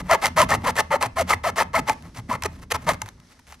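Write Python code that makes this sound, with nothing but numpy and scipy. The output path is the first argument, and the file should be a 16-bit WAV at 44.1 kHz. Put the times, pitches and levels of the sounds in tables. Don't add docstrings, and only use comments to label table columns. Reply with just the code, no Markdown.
import sys
import numpy as np
from scipy import signal
from scipy.fft import rfft, irfft
from scipy.io import wavfile
from scipy.ndimage import uniform_filter1d

SR = 44100
rng = np.random.default_rng(int(sys.argv[2]) if len(sys.argv) > 2 else 0)


def boost(x):
    u = np.asarray(x, float) / 20
    return 10 ** u


def put_to_file(sound):
    columns = np.atleast_2d(sound).T
    safe = np.clip(columns, -1, 1)
    whole_steps = np.round(safe * 32767)
    wavfile.write(sys.argv[1], SR, whole_steps.astype(np.int16))


N = 158760


def level(x):
    return x / np.sqrt(np.mean(x ** 2))


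def band(x, hz, width):
    return signal.lfilter(*signal.iirpeak(hz, hz / width, fs=SR), x)


def colour(x, table):
    hz, db = np.array(table, float).T
    f = np.maximum(np.arange(N // 2 + 1) * SR / N, 1)
    octaves_below = np.maximum(np.log2(hz[0] / f), 0)
    gain_db = np.interp(np.log(f), np.log(hz), db) - 9 * octaves_below
    return irfft(rfft(x) * boost(gain_db), N)


def walk(rate):
    k = int(SR / rate)
    steps = np.repeat(rng.standard_normal(N // k + 1), k)
    smooth = uniform_filter1d(uniform_filter1d(steps, k), k)
    return level(smooth[:N])


def arch(u, peak):
    bend = np.log(.5) / np.log(np.clip(peak, .2, .8))
    return np.sin(np.pi * u ** bend) * (u < 1)


# pitch_hz [Hz], level_db [dB per Hz]
AIR_TONE = [(300, -3.5), (700, -12), (2000, -9.5), (2600, -15.5), (6000, -11.5), (7000, -19.5),
            (11000, -22), (16000, -50)]


def air():
    noise = [level(colour(rng.standard_normal(N), AIR_TONE)) for _ in range(2)]
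    return np.array(noise) * boost(-63.5 + 2.8 * walk(13))


def tooth_strikes(start, length, top_hz, peak, jitter, scatter_db, patchy_db, sharp):
    chance, t = rng.standard_normal((400, 2)), np.arange(N) / SR
    u = np.clip((t - start) / (length * 1.05), 0, 1)
    force = arch(u, peak) ** sharp * boost(patchy_db * walk(90))
    speed = arch(u, .4) ** .5 * (1 + .025 * walk(120))
    teeth_passed = np.cumsum(top_hz * speed) / SR
    teeth = np.arange(1, min(int(teeth_passed[-1]), 400))
    skid = 1 + 3 * np.exp(-teeth / 7.)
    at = np.interp(teeth + skid * jitter * chance[teeth, 0], teeth_passed, np.arange(N))
    i = np.clip(at.astype(int), 0, N - 2)
    size = force[i] * boost(scatter_db * chance[teeth, 1]) * np.sqrt(SR / top_hz)
    pulses = np.zeros(N)
    np.add.at(pulses, i, size * (1 - at + i))
    np.add.at(pulses, i + 1, size * (at - i))
    return pulses, force, u


def stroke(start, length, db, scrape_db, top_hz, peak, tilt_db, **manner):
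    pulses, force, u = tooth_strikes(start, length, top_hz, peak, **manner)
    grit = .13 * force * rng.standard_normal(N)
    blows = boost(db) * (pulses + grit)
    chip = np.exp(-np.arange(200) / SR / 0.00019)
    steady = 0.33 * force * boost(2.6 * walk(250))
    puffs = 0.16 * np.convolve(pulses, chip)[:N]
    gate = boost(db + scrape_db) * boost(tilt_db * u) * (steady + puffs)
    return np.array([blows, gate])


# start_s [s], length_s [s], level_db [dB], scrape_db [dB re level]
LIGHT_DRAGS = [(-.03, 0.048, -26.5, -3), (.0, 0.15, -47.5, -6), (0.166, 0.11, -48.5, 0),
               (0.56, 0.039, -56, -30), (0.592, 0.058, -44.5, -7), (1.928, .09, -55, -6.5),
               (2.003, 0.11, -50, -5), (2.138, 0.069, -39, 0.5), (2.37, .06, -55.5, -7),
               (2.458, 0.2, -59.5, 1), (2.61, 0.044, -46, -2.5), (2.772, 0.15, -48.5, -3),
               (2.911, 0.049, -40.5, 0.5), (2.952, .18, -51.5, -1), (3.161, 0.07, -57, -17),
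               (3.213, 0.055, -64.5, -7), (3.283, 0.064, -57, 5), (3.331, 0.055, -66, -5.5),
               (3.459, .1, -51, 5), (3.586, 0.04, -54, 3)]


def drags():
    return sum(stroke(start, length, db, scrape_db, top_hz=872, peak=.5, tilt_db=-1,
                      jitter=.6, scatter_db=4, patchy_db=3, sharp=1.3)
               for start, length, db, scrape_db in LIGHT_DRAGS)


# pitch_hz [Hz], width_hz [Hz], level_db [dB]
SHELL_MODES = [(390, 190, -1.5), (657, 241, 1.5), (872, 125, 5), (1039, 253, 1.5), (1303, 181, 2),
               (1724, 290, -5), (2089, 224, -1.5), (2666, 200, -13.5), (3108, 210, -14.5),
               (3750, 130, -29.5), (4225, 200, -17.5)]


def ring_modes(x):
    return sum((-1) ** k * boost(db) * band(x, hz, 0.67 * width)
               for k, (hz, width, db) in enumerate(SHELL_MODES))


def shell(blows):
    out = ring_modes(blows) / np.std(ring_modes(rng.standard_normal(N)))
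    return signal.sosfilt(signal.butter(4, 430, "high", fs=SR, output="sos"), out)


# pitch_hz [Hz], level_db [dB per Hz]
CHIP_TONE = [(1470, 11.5), (2500, 11), (3340, 6.5), (6420, 4.5), (7060, -2.5), (11100, 0), (15200, -12.5),
             (16400, -56)]
# pitch_hz [Hz], width_hz [Hz], level_db [dB]
BLADE_MODES = [(6160, 31, 4.5), (7350, 210, 0.5), (7750, 130, -4), (8900, 32, 2.5), (10980, 84, -1.5)]


def chips_and_blade(x):
    steel = sum(boost(db) * band(x, hz, 3 * width) for hz, width, db in BLADE_MODES)
    return colour(x, CHIP_TONE) + boost(-5.5) * steel


def scrape(gate):
    noise = gate * rng.standard_normal(N)
    return chips_and_blade(noise) / np.std(chips_and_blade(rng.standard_normal(N)))


def jolt(blows):
    return boost(-2) * band(band(blows, 242, 140), 242, 173)


# pitch_hz [Hz], width_hz [Hz], level_db [dB]
HAND_MODES = [(46, 17, -19), (80.2, 5.4, -4.5), (115, 65, 0.5), (181, 6.7, -6), (218, 53, -9.5),
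              (246, 19, -6), (272, 67, -15.5)]
# time_s [s], wobble_db [dB]
GRIP_LEVEL = [(0.0, -35.5), (0.35, -44), (0.58, -36), (0.94, -43.5), (1.19, -40), (1.37, -39), (1.94, -42),
              (2.93, -39), (3.08, -44.5), (3.29, -57.5), (3.6, -54)]


def wobble(blows):
    shake = np.roll(uniform_filter1d(np.abs(blows), int(0.016 * SR)), int(0.025 * SR))
    shake = boost(9 * np.tanh(shake / np.mean(shake)))
    out = np.zeros(N)
    for hz, width, db in HAND_MODES:
        noise = shake * rng.standard_normal(N)
        mode = level(band(band(noise, hz, 1.8 * width), hz, 2.6 * width))
        out += boost(db + 2.9 * walk(9.3)) * mode
    rumble = level(band(band(rng.standard_normal(N), 52, 65), 62, 110))
    s, db = np.array(GRIP_LEVEL).T
    grip_db = np.interp(np.arange(N) / SR, s, db) + 2.0 * walk(13) + 3.5
    return level(out + 0.74 * rumble) * boost(grip_db)


# pitch_hz [Hz], side_db [dB re mid]
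PORT_SPREAD = [(60, -37), (150, -48), (300, -12.5), (1000, -17.5), (2500, -8), (4000, -12), (8000, -0.5),
               (14000, -2)]


def ports(x):
    return colour(np.imag(signal.hilbert(x)), PORT_SPREAD)


def room(x):
    t, t60_s = np.arange(SR // 2) / SR, 0.31
    tail = rng.standard_normal((2, len(t))) * boost(-60 * t / t60_s) * (t > .004)
    tail = signal.lfilter([.3], [1, -.7], tail)
    return signal.fftconvolve(x[None], tail / np.sqrt(np.sum(tail[0] ** 2)), axes=1)[:, :N]


# start_s [s], length_s [s], level_db [dB], scrape_db [dB re level], top_tooth_rate_hz [Hz]
PUSH_STROKES = [
    (0.085, 0.075, -13.5, -15.5, 683.2),
    (0.359, 0.086, -15.5, -10, 658.2),
    (0.637, 0.073, -20.5, -9.5, 562.3),
    (0.901, 0.067, -17, -17.5, 600),
    (1.155, 0.074, -22, -10, 683.4),
    (1.433, 0.07, -19, -11.5, 682.4),
    (1.73, 0.071, -18, -12.5, 693.3),
    (2.863, 0.061, -18.5, -13.5, 642.4),
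]


def pushes():
    return sum(stroke(start, length, db, scrape_db, top_hz, peak=.5, tilt_db=7,
                      jitter=.05, scatter_db=2.5, patchy_db=2, sharp=.6)
               for start, length, db, scrape_db, top_hz in PUSH_STROKES)


# start_s [s], level_db [dB], pitch_hz [Hz], length_ms [ms]
SHELL_RINGS = [(0.095, -11.5, 1017, 5.8), (0.113, -4.5, 743, 5.4), (0.127, -4, 1318, 6.4),
               (0.145, -6.5, 916, 8.2), (0.236, -10, 798, 7.9), (0.243, -8, 2106, 6.5),
               (0.373, -6.5, 1010, 5.1), (0.396, -4.5, 633, 6.8), (0.424, -9, 1015, 6),
               (0.507, -15.5, 1320, 6.7), (0.518, -8, 1800, 6.3), (0.531, -10.5, 1040, 6.6),
               (0.639, -21, 813, 3.7), (0.657, -12, 980, 7), (0.679, -12.5, 1005, 7), (0.689, -17, 880, 7),
               (0.776, -11.5, 1800, 6), (0.79, -7.5, 1746, 3.6), (0.802, -15.5, 873, 6.2),
               (0.909, -12, 880, 5.5), (0.926, -11, 567, 6.6), (0.939, -9.5, 587, 7),
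               (0.954, -11, 936, 7.1), (1.012, -18, 856, 8.1), (1.026, -9.5, 1020, 6.6),
               (1.044, -16.5, 856, 8.3), (1.166, -17, 1018, 8.8), (1.18, -12.5, 680, 8.5),
               (1.196, -6, 660, 10), (1.21, -12.5, 545, 7.3), (1.3, -11.5, 1253, 8.1),
               (1.318, -9, 1226, 7.7), (1.329, -8, 2034, 6.2), (1.445, -13.5, 995, 5.5),
               (1.463, -8.5, 679, 7.1), (1.584, -10.5, 1758, 7.4), (1.604, -9.5, 920, 6.2),
               (1.616, -15.5, 873, 6.3), (1.742, -6, 1020, 4.4), (1.759, -11, 2142, 6.1),
               (1.774, -12.5, 856, 5.9), (1.87, -22.5, 856, 7), (1.895, -10.5, 870, 9.7),
               (2.311, -8.5, 983, 6.6), (2.451, -17.5, 1240, 7.9), (2.747, -19.5, 1030, 9.9),
               (2.876, -12.5, 954, 7), (2.888, -6.5, 663, 7.7)]


def rings():
    out, t = np.zeros(N + 4000), np.arange(4000) / SR
    for at, db, hz, ms in SHELL_RINGS:
        u = t / (ms / 1000)
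        waver = uniform_filter1d(rng.standard_normal((2, 4000)), 60, axis=1) * np.sqrt(60)
        turns = np.cumsum(hz * (1 - 0.036 * (u - 1) + 0.044 * waver[0])) / SR
        swell = boost(db - 6.5 + 1.53 * waver[1]) * u * np.exp(1 - u ** 1.48)
        i = int(at * SR)
        out[i:i + 4000] += swell * np.sin(2 * np.pi * turns)
    return out[:N]


# start_s [s], crack_db [dB], knock_db [dB], length_ms [ms]
TOOTH_SNAGS = [(0.11, -13, -5, 2.6), (0.2562, 1, -12, 1.58), (0.264, -16, -55.5, 2.9),
               (0.3988, -13.5, -3, 3.2), (0.4152, -7, -9.5, 2.2), (0.5152, -14, -7.5, 1.76),
               (0.5362, -28, -4.5, 1.2), (0.7909, -41, -12, 2.2), (1.0254, -4.5, -15, 1.2),
               (1.3338, -11, -6, 1.5), (1.585, -33, -18.5, 6.3), (1.6084, -26.5, -5.5, 1.4),
               (1.8933, -11, -4, 2.7), (2.0228, -36.5, -47, 1.7), (2.3103, -30.5, -23.5, 4.6),
               (2.334, -34, -14, 3.8), (2.4193, -18.5, -19.5, 3.8), (2.4321, -20, -24, 4),
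               (2.455, -19.5, -24, 4.7), (2.7172, -7, -20, 3.2), (2.8874, -17, -7.5, 3.4),
               (3.0158, -13, -18, 3.06), (3.059, -33, -31.5, 1.5), (3.0849, -35, -48, 3.8),
               (3.1967, -45.5, -67, 4.2), (3.3895, -36.5, -44.5, 4.3), (3.5231, -30.5, -21.5, 0.61)]


def snags():
    t = np.arange(N) / SR
    blows, gate = np.zeros(N), np.zeros(N)
    waver, ragged = .1 * walk(300), boost(4.5 * walk(900))
    for at, crack_db, knock_db, ms in TOOTH_SNAGS:
        u = (t - at) / (ms / 1000) - 1
        burst = np.exp(-u ** 2 * np.where(u < 0, 2.5, .8))
        chatter_hz = 966 * (1 + 0.07 * rng.standard_normal() + waver)
        slips = np.diff(np.floor(np.cumsum(chatter_hz) / SR), prepend=0)
        blows += boost(knock_db - 5.5) * burst * (6 * slips + .5 * rng.standard_normal(N))
        gate += boost(crack_db - 10) * burst ** 2.5 * ragged
    return np.array([blows, gate])


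# start_s [s], length_s [s], level_db [dB], scrape_db [dB re level], most_force_at [0-1]
PULL_STROKES = [(0.211, 0.077, -19, -3.5, 0.47), (0.484, 0.081, -21, -5.5, 0.42),
                (0.744, 0.07, -22, -4.5, 0.58), (1.002, 0.074, -21, -6.5, 0.41),
                (1.255, 0.093, -21.5, -4.5, 0.67), (1.556, 0.079, -22, -6, 0.41),
                (1.853, 0.086, -23.5, -6.5, 0.53), (2.277, .09, -26.5, -10, 0.54),
                (2.442, 0.026, -22.5, -7, 0.42), (2.697, 0.032, -23.5, -4, 0.72),
                (2.731, 0.037, -25, -4.5, 0.51)]


def pulls():
    return sum(stroke(start, length, db, scrape_db, top_hz=600, peak=peak, tilt_db=3,
                      jitter=.2, scatter_db=4, patchy_db=3, sharp=1.05)
               for start, length, db, scrape_db, peak in PULL_STROKES)


# start_s [s], level_db [dB], pitch_hz [Hz]
HAND_BUMPS = [(0.355, -25, 167), (0.545, -24.5, 109), (0.637, -25.5, 254), (0.897, -29, 166),
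              (1.057, -26, 112), (1.34, -30.5, 91.5), (1.594, -34, 84.5), (1.79, -21.5, 264),
              (1.892, -27.5, 269), (2.054, -33, 163), (2.183, -25.5, 114), (2.291, -21.5, 237),
              (2.43, -26, 86.5), (2.731, -26.5, 85.4), (2.863, -23, 161), (3.024, -32, 101),
              (3.482, -42, 70.0), (2.455, -17.5, 415), (2.72, -18.5, 477)]


def bumps():
    out, t = np.zeros(N + 8000), np.arange(8000) / SR
    for at, db, hz in HAND_BUMPS:
        u, i = t * hz / 2.74 * 2, int(at * SR)
        out[i:i + 8000] += boost(db - 4) * u * np.exp(1 - u) * np.sin(2 * np.pi * hz * t)
    return out[:N]


def scene():
    blows, gate = drags() + pushes() + snags() + pulls()
    tones, hiss, noise = rings(), scrape(gate), air()
    body = boost(-2.5) * shell(blows) + tones
    near = body + hiss
    low = boost(-1.5) * wobble(blows) + bumps()
    side = ports(near + low) + boost(-10) * scrape(gate)
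    side += boost(-32.5) * np.roll(body, 60) + .5 * noise[1]
    pan = boost(np.array([[1.7], [-1.7]]) / 2)
    direct = (body + jolt(blows)) * pan + hiss + side * np.array([[1], [-1]])
    return direct + boost(-21.5) * room(near - .7 * tones) + low + noise[0]


def band_limit(x):
    return signal.sosfilt(signal.butter(12, 16510, fs=SR, output="sos"), x)


def record(dry):
    rounded = np.tanh(dry)
    mix = signal.sosfilt(signal.ellip(8, .2, 60, 16250, fs=SR, output="sos"), rounded)
    return band_limit(mix)


dry = scene()
out = record(dry)
put_to_file(out)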